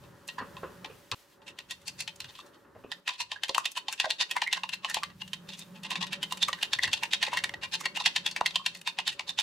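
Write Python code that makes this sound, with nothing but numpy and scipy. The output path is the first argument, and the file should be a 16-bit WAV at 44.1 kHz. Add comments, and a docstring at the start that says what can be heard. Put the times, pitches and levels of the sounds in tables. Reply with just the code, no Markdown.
"""Beating egg with chopsticks

Two wooden chopsticks beat raw egg in a light lacquered bowl held over a steel kitchen counter.
The tips slide, knock and chatter, driving the wall's damped modes; egg pockets pop as short gliding sine pairs.
At first the bowl rocks on the counter, a noise-driven rattle of the sheet's modes, and rings freely.
Shaped noise makes the low room rumble, wavering distant hum and faint hiss below."""
import sys
import numpy as np
from scipy import signal
from scipy.fft import rfft, irfft, next_fast_len
from scipy.io import wavfile

SR = 44100
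rng = np.random.default_rng(int(sys.argv[2]) if len(sys.argv) > 2 else 0)


def pcm_store(signal):
    """Save signal as 16-bit PCM."""
    levels = np.round(np.clip(np.atleast_2d(signal), -1, 1) * 32767)
    wavfile.write(sys.argv[1], SR, levels.astype(np.int16).T)


N = 415422

RING_STOP_S = 1.147   # sounds begun earlier stop short here
CUTOFF_HZ = 16600
MODE_SCATTER_DB = 5
SIDE_DB = -7   # stereo difference re centre


def from_db(db):
    """Decibels to gain."""
    return 10 ** (np.asarray(db) / 20)


def rms_one(x):
    """Scale to rms 1."""
    return x / np.sqrt(np.mean(x ** 2) + 1e-20)


def filtered(x, order, hz, kind="low"):
    """Butterworth filter."""
    return signal.sosfilt(signal.butter(order, hz, kind, fs=SR, output="sos"), x)


def sides(pan_db):
    """Left and right gains."""
    return from_db([[pan_db / 2], [-pan_db / 2]])


def mid_side(mid, side, side_db):
    """Stereo from a centre and an opposed difference signal."""
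    return mid + from_db(side_db) * side * [[1], [-1]]


def ring(force, hz, t60_s):
    """Damped mode: a unit click rings at height 1; little passes far below the mode."""
    radius = from_db(-60 / (t60_s * SR))
    angle = 2 * np.pi * hz / SR
    return signal.lfilter([.5, 0, -.5], [1, -2 * radius * np.cos(angle), radius ** 2], force)


def ring_modes(force, modes, pan_db):
    """One force drives many damped modes, each with scattered level and pan."""
    total = 0
    for hz, level_db, t60_s in modes:
        gain = from_db(level_db + rng.normal(0, MODE_SCATTER_DB))
        total = total + gain * sides(rng.normal(0, pan_db)) * ring(force, hz, t60_s)
    return total


def add(out, sound, start_s):
    """Mix stereo sound in; sound begun before RING_STOP_S ends there."""
    start = round(start_s * SR)
    end = round(RING_STOP_S * SR) if start_s < RING_STOP_S else N
    count = min(sound.shape[1], end - start)
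    out[:, start:start + count] += sound[:, :count]


def kitchen(room_db=-13.5, room_t60_s=0.23, room_cut_hz=14000):
    """Small hard room: a different dying noise for each side."""
    t = np.arange(round(.2 * SR)) / SR
    tail = rng.standard_normal((2, len(t))) * from_db(-60 * t / room_t60_s) * np.clip(t / 0.00066, 0, 1)
    tail = filtered(tail, 1, room_cut_hz)
    return from_db(room_db) * tail / np.sqrt(np.sum(tail ** 2) / 2)


def in_room(dry, echo):
    """Direct sound plus the kitchen's dying diffuse reply."""
    wet = signal.fftconvolve(dry.mean(axis=0)[None], echo, axes=1)
    wet[:, :dry.shape[1]] += dry
    return wet


def flutter(rate_hz, depth_db):
    """Random gain, drifting in dB between knots at rate_hz."""
    knots = rng.standard_normal(round(rate_hz * N / SR) + 2)
    return from_db(depth_db * np.interp(np.arange(N) / SR * rate_hz, np.arange(len(knots)), knots))


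def wide_noise(gain_at, side_db):
    """Stereo noise with a given gain at each frequency; rms 1."""
    count = next_fast_len(N)
    hz = np.maximum(np.fft.rfftfreq(count, 1 / SR), 1)
    mid, side = irfft(rfft(rng.standard_normal((2, count))) * gain_at(hz))[:, :N]
    return rms_one(mid_side(mid, side, side_db))


def shape(points):
    """Gain over frequency from a short spectrum."""
    hz, db = np.transpose(points)
    return lambda f: from_db(np.interp(np.log(f), np.log(hz), db))


def narrow(hz, width_hz):
    """Gain over frequency of a resonance."""
    return lambda f: 1 / (1 + (2 * (f - hz) / width_hz) ** 2)


# background levels before flutter, in three stretches: time_s, rumble_db, hum_db, room_db, treble_db
BACKGROUND_LEVELS = [
    [(0.0, -56, -73, -61, -64), (0.3, -65, -60, -60, -66), (0.59, -58, -54.5, -54.5, -59),
     (0.818, -59, -58.5, -57.5, -61), (1.14, -70, -74, -64.5, -64)],
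    [(1.15, -77, -103, -69, -60.5), (1.4, -66.5, -76, -63.5, -73), (1.814, -65.5, -68, -64.5, -64.5),
     (2.128, -60, -61.5, -63.5, -65.5), (2.38, -65, -85, -63, -61.5), (2.6, -69, -80, -59.5, -71.5),
     (3.0, -73, -69, -61.5, -65.5)],
    [(3.01, -84, -74, -66, -76), (3.13, -76, -77, -69, -73), (4.04, -80.5, -77, -64.5, -75),
     (5.22, -67, -54.5, -64, -64), (5.75, -73, -51.5, -61.5, -61), (6.04, -74, -47, -57, -83),
     (6.29, -72, -53, -57, -62), (6.85, -66, -63.5, -56.5, -66), (7.6, -60.5, -57, -58.5, -69),
     (8.7, -72, -61.5, -62.5, -71), (9.42, -71, -67, -63, -71)],
]
# rumble spectrum: freq_hz, density_db (per Hz, relative)
RUMBLE_SPECTRUM = [(15, -82), (25, -37), (85, -17), (140, -13.5), (200, -30), (260, -26), (440, -120)]
# room noise spectrum: freq_hz, density_db (per Hz, relative)
ROOM_SPECTRUM = [(120, -37), (200, -19.5), (390, -14.5), (512, -22.5), (620, -30.5), (880, -20),
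                 (1900, -25.5), (2300, -46), (6000, -71), (16000, -68)]
# treble hiss spectrum: freq_hz, density_db (per Hz, relative)
TREBLE_SPECTRUM = [(1200, 1), (3000, 4.5), (9000, -3.5), (16000, -5)]


def background(hum_hz=180.2, hum_width_hz=39.6, whistle_hz=566, whistle_width_hz=46, whistle_db=-5):
    """Fluttering shaped noises: rumble, hum, room noise with a thin whistle, treble hiss."""
    time_s, *levels_db = np.concatenate(BACKGROUND_LEVELS).T
    t = np.arange(N) / SR
    rumble, hum, room, treble = (from_db(np.interp(t, time_s, db)) for db in levels_db)
    whistle = from_db(whistle_db) * wide_noise(narrow(whistle_hz, whistle_width_hz), SIDE_DB)
    rumble = rumble * flutter(8, 5.3) * wide_noise(shape(RUMBLE_SPECTRUM), -15)
    hum = hum * flutter(5.1, 0.63) * wide_noise(narrow(hum_hz, hum_width_hz), -17.5)
    room = room * flutter(20, 2.5) * (wide_noise(shape(ROOM_SPECTRUM), SIDE_DB) + whistle)
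    treble = treble * flutter(15, 2.9) * wide_noise(shape(TREBLE_SPECTRUM), SIDE_DB)
    return rumble + hum + room + treble


# dull thumps: start_s, level_db (dry peak); the bowl's foot on the counter early on, egg sloshing from 2.6 s
BUMP_EVENTS = [(0.21, -50), (0.382, -34), (0.408, -30.5), (0.63, -30), (0.897, -38.5), (1.118, -27.5),
               (2.645, -50.5), (2.749, -44.5), (2.837, -43)]
# steel counter modes: freq_hz, level_db (before scatter), t60_s
COUNTER_MODES = [(106, -8, 0.28), (260, 4.5, 0.048), (444, 10, 0.017), (816, -20, 0.014),
                 (1120, 21, 0.0047), (1300, -11.5, 0.0035), (1640, -4, 0.027), (2600, 15, 0.009)]


def bumps(echo, rattle_t60_s=0.19, soft_hz=1500):
    """Dull thumps drive the steel sheet's modes with dying soft noise: first the bowl's foot rattling on it,
    later the egg sloshing."""
    out = np.zeros((2, N))
    t = np.arange(round(.3 * SR)) / SR
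    for start_s, level_db in BUMP_EVENTS:
        force = filtered(rng.standard_normal(len(t)), 2, soft_hz)
        force = force * from_db(-60 * t / rattle_t60_s) * np.clip(t / 0.0027, 0, 1)
        sheet = ring_modes(force, COUNTER_MODES, 0.35)
        add(out, from_db(level_db) * in_room(sheet / np.abs(sheet).max(), echo), start_s)
    return out


# air pockets closing in the egg: start_s, level_db (nominal, dry), pitch_hz (at start), t60_s
POCKET_EVENTS = [(0.381, -27, 976, 0.075), (0.384, -29.5, 1688, 0.09), (0.632, -35.5, 519, 0.13),
                 (2.39, -39, 1142, 0.066), (2.757, -40.5, 600, 0.047), (2.84, -34.5, 424, 0.046),
                 (3.36, -35.5, 1645, 0.081), (3.086, -32, 970, 0.097), (3.201, -34.5, 965, 0.14),
                 (4.463, -30, 2050, 0.195), (4.477, -18, 2090, 0.029), (7.811, -23.5, 1110, 0.015),
                 (7.972, -19.5, 860, 0.013), (6.791, -14.5, 1960, 0.022), (3.495, -32, 534, 0.15),
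                 (3.556, -20, 910, 0.02), (3.58, -13, 1100, 0.05), (3.775, -17.5, 980, 0.014),
                 (4.038, -34, 826, 0.24), (4.063, -26.5, 636, 0.084), (4.366, -10.5, 960, 0.016),
                 (4.42, -15, 870, 0.017), (4.638, -19.5, 963, 0.017), (4.846, -18, 1060, 0.018),
                 (4.966, -25.5, 846, 0.067), (5.034, -16.5, 1127, 0.017), (6.322, -24.5, 1003, 0.05),
                 (5.911, -27.5, 964, 0.04), (6.49, -33, 547, 0.032), (7.278, -33, 533, 0.04),
                 (7.336, -35.5, 594, 0.034), (6.838, -21, 1950, 0.083), (8.458, -19, 2080, 0.044),
                 (8.595, -35.5, 1076, 0.098), (6.485, -18, 1130, 0.045), (7.035, -19.5, 906, 0.018),
                 (7.274, -25.5, 860, 0.026), (7.33, -22, 960, 0.07), (8.068, -27, 857, 0.054),
                 (8.412, -9.5, 950, 0.021), (8.875, -21.5, 906, 0.019), (8.991, -17, 930, 0.012)]


def pockets(echo, rise=0.047, attack_s=0.0016, twin_db=-8, twin_apart=0.066,
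            squeeze_db=-28, squeeze_db_per_s=900):
    """A squeezed pocket murmurs, then rings as an uneven pair of close notes that beat and climb a little."""
    lead_s, wobble_db, pan_db = .018, 8, 4
    out = np.zeros((2, N))
    t = np.arange(round(.14 * SR)) / SR - lead_s
    wobble = flutter(350, wobble_db)
    for start_s, level_db, pitch_hz, t60_s in POCKET_EVENTS:
        phase = 2 * np.pi * pitch_hz * (t + rise * t * abs(t) / t60_s)
        squeeze = from_db(squeeze_db - squeeze_db_per_s * abs(t))
        squeeze = squeeze * np.clip(2 + 2 * t / lead_s, 0, 1) * (t < attack_s)
        envelope = np.maximum(squeeze, np.clip(t / attack_s, 0, 1) * from_db(-60 * t / t60_s))
        twin = np.sin(phase * (1 + twin_apart * rng.choice([-1, 1])))
        twin = from_db(twin_db) * twin * sides(rng.normal(0, 2 * pan_db))
        steady = (np.sin(phase) * sides(rng.normal(0, pan_db)) - twin) * envelope
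        note = steady * wobble[round(start_s * SR):][:len(t)]
        note = note * np.linalg.norm(envelope) / np.linalg.norm(note)   # pan and wobble keep the energy
        add(out, from_db(level_db) * in_room(note, echo), start_s - lead_s)
    return out


def contact(slide_db, chatter_db, lead_s, swell_db_per_s=250, fade_db_per_s=350, drag_s=0.018,
            lift_db_per_s=900, linger_db=-16, linger_t60_s=0.067, wet_cut_hz=7500,
            rattle_s=0.005, first_db=3.5, later_db=-2):
    """Tip force: a gritty slide swells, blows rattle, a clumpy drag lasts until the tips lift, a scrape lingers."""
    grit_db, clump_db, drag_scatter = 3.5, 3, .3
    t = np.arange(round(.12 * SR)) / SR - lead_s
    grit = rng.standard_normal(len(t)) * from_db(grit_db * np.minimum(rng.exponential(1, len(t)), 4) - 6)
    clumps = np.interp(t, np.linspace(t[0], t[-1], 30), rng.standard_normal(30))
    grit = filtered(grit * from_db(clump_db * clumps), 2, wet_cut_hz)   # the egg cushions the rubbing
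    swell = from_db(slide_db + swell_db_per_s * t) * np.clip(1 + t / lead_s, 0, 1)
    lifted_s = np.maximum(t - drag_s * rng.uniform(1 - drag_scatter, 1 + drag_scatter), 0)
    drag = from_db(chatter_db - fade_db_per_s * t - lift_db_per_s * lifted_s)
    drag = drag + from_db(chatter_db + linger_db - 60 * t / linger_t60_s)
    # lesser touches surround the main blow
    blows = np.zeros(len(t))
    lesser = np.round((lead_s + rattle_s * rng.uniform(-.5, 1, size=5)) * SR).astype(int)
    blows[lesser] = rng.choice([-1, 1], size=5) * from_db(later_db + rng.normal(0, 3, size=5))
    blows[round(lead_s * SR)] = from_db(first_db)
    return grit * np.where(t < 0, swell, drag), blows


def splat(count, lead_s, level_db=-36.5, t60_s=0.034, gather_db_per_s=4000):
    """Egg thrown against the wall: bright noise gathers just before the blow and dies after it."""
    t = np.arange(count) / SR - lead_s
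    envelope = from_db(level_db - np.where(t < 0, -gather_db_per_s * t, 60 * t / t60_s))
    mid, side = rng.standard_normal((2, count)) * envelope
    return filtered(mid_side(mid, side, SIDE_DB), 1, [4940, 9000], "band")


# tips on the bowl: start_s, level_db (nominal, dry), stick_hz,
# slide_db (before the blow, re blow, before SLIDE_DB), bright_db (relative)
KNOCK_EVENTS = [(0.038, -44.5, 2680, -5, -6), (0.279, -31.5, 4370, -52, 31.5), (0.288, -24, 2820, -43, 0),
                (0.382, -32.5, 1760, -24, -7), (0.568, -32.5, 2670, -46, -35), (0.846, -27, 2400, -54, -28),
                (1.117, -15, 3820, -60, 5), (1.42, -46, 2520, -29, -25), (1.49, -30.5, 2670, 9, 15),
                (1.589, -25, 2870, -28, 8), (1.711, -20.5, 3460, -20, 16), (1.818, -44.5, 3160, -14, 26),
                (1.88, -20, 4600, -11, 23), (2.006, -18.5, 4600, -10.5, 22.5), (2.079, -20.5, 3080, -38, 1),
                (2.161, -41, 4700, -30, 33), (2.204, -20.5, 3970, -36, 13), (2.244, -30.5, 3260, -30, 0),
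                (2.292, -34.5, 3600, -14, 4), (2.36, -37.5, 3200, -2, 3), (2.39, -35, 3380, -13, 14),
                (2.464, -43.5, 4060, -19.0, 27), (2.547, -43.5, 3080, -5, 13), (2.918, -19, 3350, -32, -7),
                (3.079, -13, 2640, -26.5, 5), (3.095, -18.5, 2700, -2, -10), (3.137, -32.5, 3320, -5, 3),
                (3.208, -17, 4180, -11.5, 9.5), (3.317, -18.5, 3080, -26, -16),
                (3.359, -39.5, 1650, -22, -18), (3.437, -11, 3020, -31.5, 5), (3.485, -24, 3080, -44, 18),
                (3.495, -15, 4080, -52, -35), (3.548, -11, 3080, -30, 10.5), (3.581, -14, 2660, -26, 22),
                (3.656, -12, 3300, -24.5, 9), (3.718, -31, 3240, -41, 32.5), (3.777, -19.5, 3000, 1.5, 18),
                (3.885, -16, 3120, -30, -19), (3.927, -17, 2340, -20, 23.5), (4, -8.5, 3460, -27.5, -3),
                (4.045, -17.5, 1610, -17.5, -30), (4.105, -10.5, 3500, -25, 0),
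                (4.211, -9.5, 3630, -16, -6), (4.313, -13, 3100, -22.5, 17), (4.365, -18, 2030, -25, 8),
                (4.42, -13, 2450, -35, -8), (4.475, -24, 2120, -32, 13), (4.529, -7.5, 2890, -26, 3),
                (4.58, -25, 1580, 14, -34), (4.636, -18, 2480, -42, -22), (4.692, -20.5, 3100, -38, 9),
                (4.744, -17, 3100, 10, 12), (4.847, -15, 2940, -28, -17), (4.899, -18, 1800, -15.5, 20.5),
                (4.945, -8.5, 3960, -31, 14.5), (4.972, -21.5, 2510, -1, -18), (5.034, -15.5, 2650, -35, 3),
                (5.101, -41, 1770, -22, -16), (5.224, -23.5, 2870, 14, -2), (5.278, -33, 3030, -30, 19),
                (5.334, -17.5, 3100, -36, 10), (5.491, -27.5, 3530, -27, 2), (5.536, -29.5, 3430, -6, 14),
                (5.593, -31.5, 4130, 3, 32.5), (5.617, -34.5, 3600, -4, 7), (5.766, -41.5, 2640, 9, -17),
                (5.835, -28, 2920, -29, 20), (5.856, -26, 2870, 2, -19), (5.907, -19, 2550, -24, 14),
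                (5.916, -18, 2600, -17, -1), (5.957, -16, 2300, -26.5, -18), (6.03, -14, 3460, 2.5, -11),
                (6.068, -26.5, 2900, -30, 10), (6.133, -15, 2470, -14, 6), (6.231, -15, 3030, -21, 14),
                (6.324, -14.5, 3770, -14, 20.5), (6.374, -27, 2900, -29, 21), (6.428, -9, 3570, -20, 5),
                (6.485, -16, 2160, -24.5, 18), (6.53, -16, 2910, -32, -15), (6.588, -37.5, 1640, -10, 9),
                (6.629, -10, 2780, -18.5, 7), (6.734, -8.5, 3600, -29, -8), (6.789, -19.5, 1960, -67, 0),
                (6.836, -10, 3400, -21.5, 2), (6.877, -19, 1750, -31, 2), (6.932, -9.5, 3370, -24, 8.5),
                (6.98, -27.5, 3450, 5, -6), (7.035, -12.5, 2490, -25, 8), (7.134, -9.5, 3290, -17.5, 0),
                (7.228, -10.5, 2580, -24, 0), (7.267, -20, 2470, -24, -14), (7.289, -25, 2000, 7, -1),
                (7.335, -19, 2250, -13, 8), (7.374, -14, 2100, -20, 4), (7.441, -10, 2280, -32, 8.5),
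                (7.494, -21.5, 2040, -78, 2), (7.539, -22.5, 1930, -63, -12), (7.639, -20, 2420, -1, -6),
                (7.741, -14.5, 4020, -14, 3), (7.809, -24, 2150, -9.5, 26), (7.856, -11.5, 2220, -21, 1),
                (7.971, -16.5, 2500, -1.5, 15), (8.005, -20, 3700, -11, -33), (8.06, -5.5, 3360, -22, -2),
                (8.164, -9, 3140, -26.5, -2), (8.264, -10.5, 3360, -22, 7), (8.287, -29, 2570, -18, 6),
                (8.313, -23, 4560, -35, 9), (8.364, -13, 2320, -31, 1), (8.41, -18.5, 1580, -49, -5),
                (8.461, -9.5, 3240, -33, 5), (8.508, -26, 3420, -61, -13), (8.558, -8, 3160, -28, -4),
                (8.663, -8.5, 3170, -31, 5), (8.749, -28.5, 3520, -20, 15), (8.773, -34, 4470, -20, 23),
                (8.815, -29, 3000, -60, 22), (8.876, -12, 2530, -20.5, 5), (8.988, -13, 2640, -29, -10),
                (9.078, -11, 3470.0, -17.5, 6.5), (9.129, -32.5, 2650, -4, 22),
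                (9.196, -18, 2240, -36, -20), (9.294, -16.5, 3920, -11, 9), (9.402, -15, 3360, 7, 19),
                (9.388, -14.5, 3560, -31, -18)]
# bowl wall modes: freq_hz, level_db (before focus and scatter), t60_s (held bowl)
BOWL_MODES = [(890, -11, 0.052), (1048, 1.5, 0.021), (1794, 7.5, 0.014), (1907, 1, 0.055),
              (2086, 2.5, 0.021), (2607, 9, 0.014), (2736, 7.5, 0.035), (2832, 2.5, 0.042),
              (3107, 12.5, 0.01), (3326, 5.5, 0.01), (3614, 13, 0.014), (4060, 0, 0.045),
              (4360, 1.5, 0.051), (5680, -25, 0.035)]
LOW_MODES_HZ = 1400
USUAL_PEAK_DB, USUAL_SLIDE_DB, USUAL_RING_HZ = -20, -22, 3000
# rubbing re blow: a long slide chatters on, a hard blow drowns it
SLIDE_DB, CHATTER_DB, CHATTER_PER_SLIDE, CHATTER_PER_FORCE = -3, -18.5, 0.38, -0.17
# low modes re wall peak: stronger for soft, dull knocks; thin rim ticks leave them quiet
LOW_DB, LOW_PER_FORCE, LOW_PER_BRIGHT, LOW_DB_PER_OCTAVE = -19, -0.19, -0.34, -3
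CONTACT_HZ, BRIGHT_DB_PER_OCTAVE = 11100, 24   # a dull knock is a softer, longer contact
STICK_DB, CRACK_DB, CLACK_DB, CLACK_PER_BRIGHT = 14, 20, 32, 0.046   # dull knocks clack less
MODE_PAN_DB, STICK_PAN_DB = 6, 2   # left-right scatter
SPREAD_DB = 9   # rubbing heard apart in the two sides, re clack
FREE_RING, FREE_CHATTER_DB = 2, 8   # at first the bowl stands free: longer ring (factor), more chatter
RUB_WIDTH = 1.2   # band edges as a ratio to the stick's ring


def knocks(echo, lead_s=.03, focus_db_per_octave=7, stick_t60_s=0.016):
    """Each knock drives wall modes near the stick's ring most, with a broad clack and a bright crack."""
    out = np.zeros((2, N))
    for start_s, level_db, stick_hz, slide_db, bright_db in KNOCK_EVENTS:
        harder_db = level_db - USUAL_PEAK_DB
        free = start_s < RING_STOP_S
        chatter_db = CHATTER_DB + CHATTER_PER_SLIDE * (slide_db - USUAL_SLIDE_DB)
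        chatter_db += CHATTER_PER_FORCE * harder_db + FREE_CHATTER_DB * free
        low_db = LOW_DB + LOW_PER_FORCE * harder_db + LOW_PER_BRIGHT * bright_db
        low_db += LOW_DB_PER_OCTAVE * np.log2(stick_hz / USUAL_RING_HZ)

        rubbing, blows = contact(slide_db + SLIDE_DB, chatter_db, lead_s)
        soft_hz = np.clip(CONTACT_HZ * 2 ** (bright_db / BRIGHT_DB_PER_OCTAVE), 2 * stick_hz, CUTOFF_HZ)
        blows = filtered(blows, 2, soft_hz)
        force = rubbing + blows

        modes = [(hz, db, t60_s * FREE_RING ** free) for hz, db, t60_s in BOWL_MODES]
        high_modes = [(hz, db - focus_db_per_octave * abs(np.log2(hz / stick_hz)), t60_s)
                      for hz, db, t60_s in modes if hz > LOW_MODES_HZ]
        low_modes = [mode for mode in modes if mode[0] < LOW_MODES_HZ]
        wall = ring_modes(force, high_modes, MODE_PAN_DB)
        stick = sides(rng.normal(0, STICK_PAN_DB)) * ring(force, stick_hz, stick_t60_s)
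        wall = wall + from_db(STICK_DB) * stick

        # the treble comes mostly from the hardest blows
        sharp = blows * abs(blows) / abs(blows).max() + from_db(-3.5) * rubbing
        crack = from_db(CRACK_DB + bright_db) * filtered(sharp, 1, [4500, 9500], "band")
        clack_hz = [.5 * stick_hz, 1.6 * stick_hz]
        rub = filtered(rubbing, 1, [stick_hz / RUB_WIDTH, stick_hz * RUB_WIDTH], "band")
        clack = filtered(blows, 2, clack_hz, "band") + from_db(-6) * rub
        treble = crack + from_db(CLACK_DB + CLACK_PER_BRIGHT * bright_db) * clack
        # a different path to each side: 0 or 1 sample late
        wall = wall + np.array([np.roll(treble, lag) for lag in rng.integers(0, 2, size=2)])
        # the rubbing spreads across the wall
        apart = filtered(rubbing * rng.choice([-1, 1], size=len(force)), 2, clack_hz, "band")
        wall = mid_side(wall, apart, CLACK_DB + SPREAD_DB)

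        low = ring_modes(force, low_modes, MODE_PAN_DB)
        sound = wall / np.abs(wall).max() + from_db(low_db) * low / np.abs(low).max()
        sound = sound + from_db(bright_db) * splat(len(force), lead_s)
        sound = filtered(sound, 4, 600, "high")   # a small bowl radiates no bass
        add(out, from_db(level_db) * in_room(sound, echo), start_s - lead_s)
    return out


def scene():
    """All sources in the kitchen."""
    echo = kitchen()
    return background() + bumps(echo) + pockets(echo) + knocks(echo)


def record(dry):
    """The top is cut steeply."""
    return signal.sosfilt(signal.cheby2(12, 60, CUTOFF_HZ, fs=SR, output="sos"), dry)


dry = scene()
out = record(dry)
pcm_store(out)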